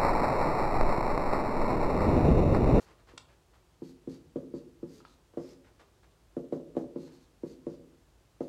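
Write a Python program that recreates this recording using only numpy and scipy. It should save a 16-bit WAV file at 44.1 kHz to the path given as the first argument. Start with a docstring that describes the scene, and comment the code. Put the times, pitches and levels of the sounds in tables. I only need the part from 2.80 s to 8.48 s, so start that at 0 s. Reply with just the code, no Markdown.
"""A brief hiss of felt and a rustle of sleeve and paper, over murmuring ventilation in a quiet classroom.
A marker is writing a short equation on a wall-mounted whiteboard: each landing of the nib knocks and
thumps the panel, then the felt catches and slips through its stroke. The plastic cap clicks as the
grip shifts, and later the barrel clicks too. Three echoes and a short room tail follow the thumps."""
import sys
import numpy as np
from scipy import signal
from scipy.fft import rfft, irfft
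from scipy.io import wavfile

SR = 44100
rng = np.random.default_rng(int(sys.argv[2]) if len(sys.argv) > 2 else 0)


def put_to_file(sound):
    """Save the sound as 16-bit audio at rate SR, in the file named by the first command-line argument."""
    columns = np.atleast_2d(sound).T  # one column per channel
    safe = np.clip(columns, -1, 1)
    whole_steps = np.round(safe * 32767)
    wavfile.write(sys.argv[1], SR, whole_steps.astype(np.int16))


N = 250620
TIME = np.arange(N) / SR

# ventilation spectrum: f/Hz, relative level/dB
AIR_SPECTRUM = [(15, -42), (25, -15.5), (59, -5), (108, -8.5), (130, -10.5), (206, -17.5), (285, -20),
                (363, -14), (416, -19), (714, -22), (863, -23), (2280, -31.5), (2690, -30.5), (7510, -35),
                (16000, -45)]
# marker strokes: t/s, length/s, level at full speed/dB, tilt/(dB per octave)
STROKE_CUES = [(-.03, 0.092, -66.5, 1.5), (1.024, 0.11, -67.5, -1), (1.283, .1, -65.5, -2),
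               (1.739, 0.079, -67.5, -2.5), (2.055, .165, -66.5, -.5), (2.251, 0.11, -69, -2.5),
               (2.574, .18, -63.5, -2.5), (4.164, 0.14, -66.5, -2), (4.309, 0.091, -67, -2.5),
               (4.403, 0.065, -69.5, -2.5), (4.642, .12, -68, -1.5), (4.879, 0.1, -67.5, -3.5),
               (5.615, 0.081, -74, 0)]
# felt rubbing on the glossy board: f/Hz, relative level/dB
FELT_SPECTRUM = [(800, -3.5), (2000, -3), (3300, -3.5), (4400, 1), (5500, -0.5), (6400, 1.5), (8200, -5.5),
                 (11500, -11), (13500, -9), (16000, -28)]
# paper and sleeve movements: t/s, length/s, level at full speed/dB
RUSTLE_CUES = [(-.02, 0.097, -60.5), (0.053, .11, -60.5), (0.174, 0.085, -67.5), (.265, 0.094, -58.5),
               (0.474, 0.1, -64.5), (0.725, 0.095, -66.5), (2.834, 0.098, -64.5), (2.988, 0.066, -57),
               (3.225, 0.059, -62), (4.265, 0.078, -64.5)]
# their hiss: f/Hz, relative level/dB
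RUSTLE_SPECTRUM = [(100, -4.5), (400, -5), (1100, -5.5), (1700, -8), (2600, -15), (4500, -19.5),
                   (8000, -29), (15000, -52)]
# classroom decay: f/Hz, t60/s
ROOM_DECAY = [(120, 1), (300, 0.66), (600, 0.67), (1500, 0.26), (5000, 0.28), (12000, 0.14)]
# the nib lands on the board: t/s, thump drive level/dB, contact time/ms
LANDING_CUES = [(.334, -44.5, 1.9), (1.018, -26, 2.35), (1.273, -22.5, 2.31), (1.557, -20.5, 1.78),
                (1.737, -22.5, 2.1), (2.028, -24, 2.17), (2.536, -49, 1.25), (2.571, -24, 1.34),
                (3.566, -21, 1.71), (3.723, -20, 1.43), (3.95, -39, 1.4), (3.966, -18, 1.32),
                (4.158, -22.5, 2), (4.633, -22.5, 2.02), (4.866, -22.5, 1.79), (5.605, -22, 1.45)]
# the nib's knock: f/Hz, relative level/dB
KNOCK_SPECTRUM = [(400, -22), (850, 4.5), (1100, 0.5), (1300, -5), (1700, -11.5), (2400, -19),
                  (4500, -21.5), (8000, -30.5), (15000, -42)]
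# bending modes of the panel: f/Hz, relative level/dB, t60/s
PANEL_MODES = [(164.1, -21, 0.27), (192.7, -27.5, 0.2), (269.7, -8.5, 0.14), (332.3, -7, 0.073),
               (352.4, -6, 0.096), (428.6, -13, 0.19), (467.1, -11.5, 0.16), (486.4, -9, 0.071),
               (553.3, -10, 0.094), (600, -56, 0.021), (693, -21.5, 0.2)]
# echoes off the writer's body, a side wall and the far wall: delay/s, level/dB, low cut f/Hz
ECHO_PATHS = [(.0072, -8, 530), (0.0269, -11, 136), (.074, -15, 367)]
# the cap shifts on the barrel in three quick slips: t/s, level/dB
CAP_CUES = [(.3762, -48.5), (.3783, -37.5), (.3809, -49)]
# ring of the cap: f/Hz, relative level/dB, t60/s
CAP_MODES = [(1050, -11, 0.029), (1377, -3.5, 0.021), (1800, -5.5, 0.012), (2670, -26, 0.01),
             (3390, -12.5, 0.013), (3610, -12, 0.04), (4600, -27, 0.014), (5060, -13.5, 0.037),
             (5740, -13, 0.019), (6800, -23, 0.016), (8000, -22, 0.016)]
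# the crack of hard plastic: f/Hz, relative level/dB
CRACK_SPECTRUM = [(300, -36), (1100, -25), (2300, 7), (3500, 8), (5500, -0.5), (8300, -1), (10500, -17),
                  (13000, -36)]
# the barrel clicks: t/s, level/dB
BARREL_CUES = [(2.204, -56.5), (2.2112, -62), (2.2508, -46.5)]
# ring of the barrel: f/Hz, relative level/dB, t60/s
BARREL_MODES = [(1055, 1, 0.012), (1310, 3.5, 0.028), (1580, -13, 0.061), (3470, -14, 0.025),
                (4470, -8, 0.018)]

FELT_RELEASE_S = 0.044  # strokes and skids all brake alike


def from_db(db):
    """Decibels to gain."""
    return 10 ** (np.asarray(db) / 20)


def rms_one(x):
    """Scale to unit rms."""
    return x / np.sqrt(np.mean(x ** 2) + 1e-20)


def at_hz(points, hz):
    """Read a table along a log-frequency axis."""
    table = np.array(points)
    return np.interp(np.log(np.maximum(hz, 1)), np.log(table[:, 0]), table[:, 1])


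def coloured(x, spectrum, tilt_db=0):
    """EQ a signal to a spectrum, tilted per octave; rms 1."""
    hz = np.maximum(np.fft.rfftfreq(len(x), 1 / SR), 1)
    gain = from_db(at_hz(spectrum, hz) + tilt_db * np.log2(hz))
    return rms_one(irfft(rfft(x) * gain, len(x)))


def cut(x, hz, kind, order=2):
    """High- or low-pass."""
    return signal.sosfilt(signal.butter(order, hz, kind, fs=SR, output="sos"), x + 1e-18)


def poles(hz, width_hz):
    """Feedback coefficients of one resonance."""
    radius = np.exp(-np.pi * width_hz / SR)
    return [1, -2 * radius * np.cos(2 * np.pi * hz / SR), radius * radius]


def resonate(x, hz, width_hz):
    """Ring a signal through one resonance; rms 1."""
    return rms_one(signal.lfilter([1, 0, -1], poles(hz, width_hz), x))


def add(out, s, sound):
    """Mix a sound in at its cue time."""
    start = int(round(s * SR))
    first, last = max(start, 0), min(start + len(sound), N)
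    out[first:last] += sound[first - start:last - start]


def ventilation(air_db=-65.5, hum_db=-69.5):
    """The bed: steady air noise with a wavering low hum."""
    air = coloured(rng.standard_normal(N), AIR_SPECTRUM)
    hum = resonate(rng.standard_normal(N), hz=52, width_hz=8.2)
    return from_db(air_db) * air + from_db(hum_db) * hum


def gesture(length_s, attack_s, release_s):
    """Speed of a hand movement: it swells from rest and dies away."""
    t = TIME[:16384]
    ramp = np.minimum(t / attack_s, (length_s - t) / release_s)
    return np.sin(np.pi / 2 * np.clip(ramp, 0, 1))


def slips(size, per_s, spread_db):
    """Friction grain: tiny stick-slip releases of uneven strength."""
    strength = rng.standard_normal(size) * from_db(spread_db * rng.standard_normal(size))
    return strength * (rng.random(size) < per_s / SR)


def felt_strokes(usual_length_s=0.099, nib_hz=4480, scatter_octaves=0.11, whistle_db=-10):
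    """Fibres catch and slip, louder with speed; the nib's faint whistle shifts pitch stroke by stroke."""
    out = np.zeros(N)
    for start, length_s, db, tilt_db in STROKE_CUES:
        attack_s = 0.025 * (length_s / usual_length_s) ** 2.8  # long curves swell far more slowly
        speed = gesture(length_s, attack_s, FELT_RELEASE_S)
        fibres = slips(len(speed), per_s=6000, spread_db=-1.0)
        hiss = coloured(fibres, FELT_SPECTRUM, tilt_db)
        whistle_hz = nib_hz * 2 ** (scatter_octaves * rng.standard_normal())
        whistle = from_db(whistle_db) * resonate(fibres, whistle_hz, width_hz=380)
        add(out, start, from_db(db) * speed * (hiss + whistle))
    return out


def rustles():
    """Paper and sleeve move in grainy puffs, quick to start and slower to fade."""
    out = np.zeros(N)
    for start, length_s, db in RUSTLE_CUES:
        speed = gesture(length_s, attack_s=0.013, release_s=0.068)
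        grain = slips(len(speed), per_s=5000, spread_db=-0.5)
        add(out, start, from_db(db) * speed ** 2 * coloured(grain, RUSTLE_SPECTRUM))
    return out


def classroom(x, build_s=0.0092):
    """Diffuse reflections bloom and die away, treble first, in a fresh pattern on every call."""
    t, tail = TIME[:SR], 0
    white, hz = rfft(rng.standard_normal(SR)), np.arange(SR // 2 + 1)
    edges_hz = np.geomspace(40, 20480, 10)
    for low, high in zip(edges_hz, edges_hz[1:]):
        band = irfft(white * (hz >= low) * (hz < high), SR)
        t60 = at_hz(ROOM_DECAY, np.sqrt(low * high))
        tail = tail + band * from_db(-60 * t / t60)
    tail = tail * (1 - np.exp(-(t / build_s) ** 2))
    return signal.fftconvolve(x, tail / np.sqrt(np.sum(tail ** 2)))[:N]


def burst(spectrum, t60):
    """A crack of countless short-lived modes, played as decaying noise."""
    t = TIME[:SR // 2]
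    return coloured(rng.standard_normal(len(t)), spectrum) * from_db(-60 * t / t60)


def knock_db(drive_db, contact_ms, usual_knock_db=-56, usual_drive_db=-20, usual_contact_ms=1.8):
    """Harder and shorter landings knock louder."""
    harder_db = 0.55 * (drive_db - usual_drive_db)
    shorter_db = 14 * np.log2(usual_contact_ms / contact_ms)
    return usual_knock_db + harder_db + shorter_db


def ringing(modes, wave, spread_db=1.0):
    """Struck modes; every hit finds them with slightly different strengths."""
    t, out = TIME[:SR // 2], 0
    for hz, db, t60 in modes:
        struck_db = db + spread_db * rng.standard_normal()
        out = out + from_db(struck_db - 60 * t / t60) * wave(2 * np.pi * hz * t)
    return out


def panel_thump(contact_ms, low_cut_hz, thump_top_hz=1200):
    """A half-sine push bends the thin panel, which radiates little deep bass; the thump's top is rolled off."""
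    force = np.sin(np.pi * np.minimum(TIME[:256] * 1000 / contact_ms, 1))
    bending = signal.fftconvolve(ringing(PANEL_MODES, np.cos), force / force.sum())
    # long bending waves travel slowest: an allpass holds the bass back
    allpass = poles(hz=155, width_hz=60)
    dispersed = signal.lfilter(allpass[::-1], allpass, bending)
    radiated = cut(dispersed, low_cut_hz, "high")
    return cut(radiated, thump_top_hz, "low")


def nib_landings(bend_lag_s=0.00182, low_cut_hz=80.5, rise_hz_per_s=15):
    """The nib knocks and the panel thumps just after. Returns the direct sound and its room tail."""
    direct, room = np.zeros(N), np.zeros(N)
    for s, db, contact_ms in LANDING_CUES:
        # the thumps lose bass as the hand works its way along the board
        thump = from_db(db) * panel_thump(contact_ms, low_cut_hz + rise_hz_per_s * s)
        knock = from_db(knock_db(db, contact_ms)) * burst(KNOCK_SPECTRUM, t60=0.17)
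        add(direct, s, knock)
        add(direct, s + bend_lag_s, thump)
        add(room, s + bend_lag_s, classroom(thump))  # each spot gets its own answer from the room
    return direct, room


def nib_skids(re_knock_db=-22):
    """The felt slides a little as it settles after each landing."""
    out = np.zeros(N)
    speed = gesture(length_s=0.081, attack_s=0.02, release_s=FELT_RELEASE_S)
    for s, db, contact_ms in LANDING_CUES:
        fibres = slips(len(speed), per_s=4300, spread_db=-1.5)
        hiss = coloured(fibres, FELT_SPECTRUM, tilt_db=-0.5)
        add(out, s, from_db(knock_db(db, contact_ms) + re_knock_db) * speed * hiss)
    return out


def echoes(x):
    """Distinct slaps off the writer and the walls, thin in the bass."""
    return sum(from_db(db) * np.interp(TIME - delay_s, TIME, cut(x, low_cut_hz, "high"), left=0)
               for delay_s, db, low_cut_hz in ECHO_PATHS)


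def plastic_clicks(cues, modes, crack_db, crack_t60, top_hz):
    """A hard plastic part gives a short crack and rings briefly."""
    out = np.zeros(N)
    for s, db in cues:
        ring = ringing(modes, np.sin)
        crack = from_db(crack_db) * burst(CRACK_SPECTRUM, crack_t60)
        add(out, s, from_db(db) * (ring + crack))
    return cut(out, top_hz, "low", order=10)


def scene(board_send_db=-13, rubbing_send_db=-7, cap_send_db=-10, barrel_send_db=-9):
    """Mono mix of board, marker and paper, each with its send to the room, over the ventilation."""
    board, board_tail = nib_landings()
    rubbing = felt_strokes() + nib_skids() + rustles()
    cap = plastic_clicks(CAP_CUES, CAP_MODES, crack_db=-2.0, crack_t60=0.022, top_hz=10200)
    barrel = plastic_clicks(BARREL_CUES, BARREL_MODES, crack_db=-14, crack_t60=0.099, top_hz=5400)
    click_send = from_db(cap_send_db) * cap + from_db(barrel_send_db) * barrel
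    send = from_db(rubbing_send_db) * rubbing + click_send
    room = from_db(board_send_db) * board_tail + classroom(send)
    return (board + rubbing + cap + barrel + echoes(board) + room + ventilation())[None]


def record(dry, low_cut_hz=37, top_hz=15800):
    """A small microphone loses the deep bass; the top is cut steeply."""
    thin = cut(dry, low_cut_hz, "high", order=8)
    return signal.sosfilt(signal.ellip(10, .1, 70, top_hz, fs=SR, output="sos"), thin)


dry = scene()
out = record(dry)
put_to_file(out)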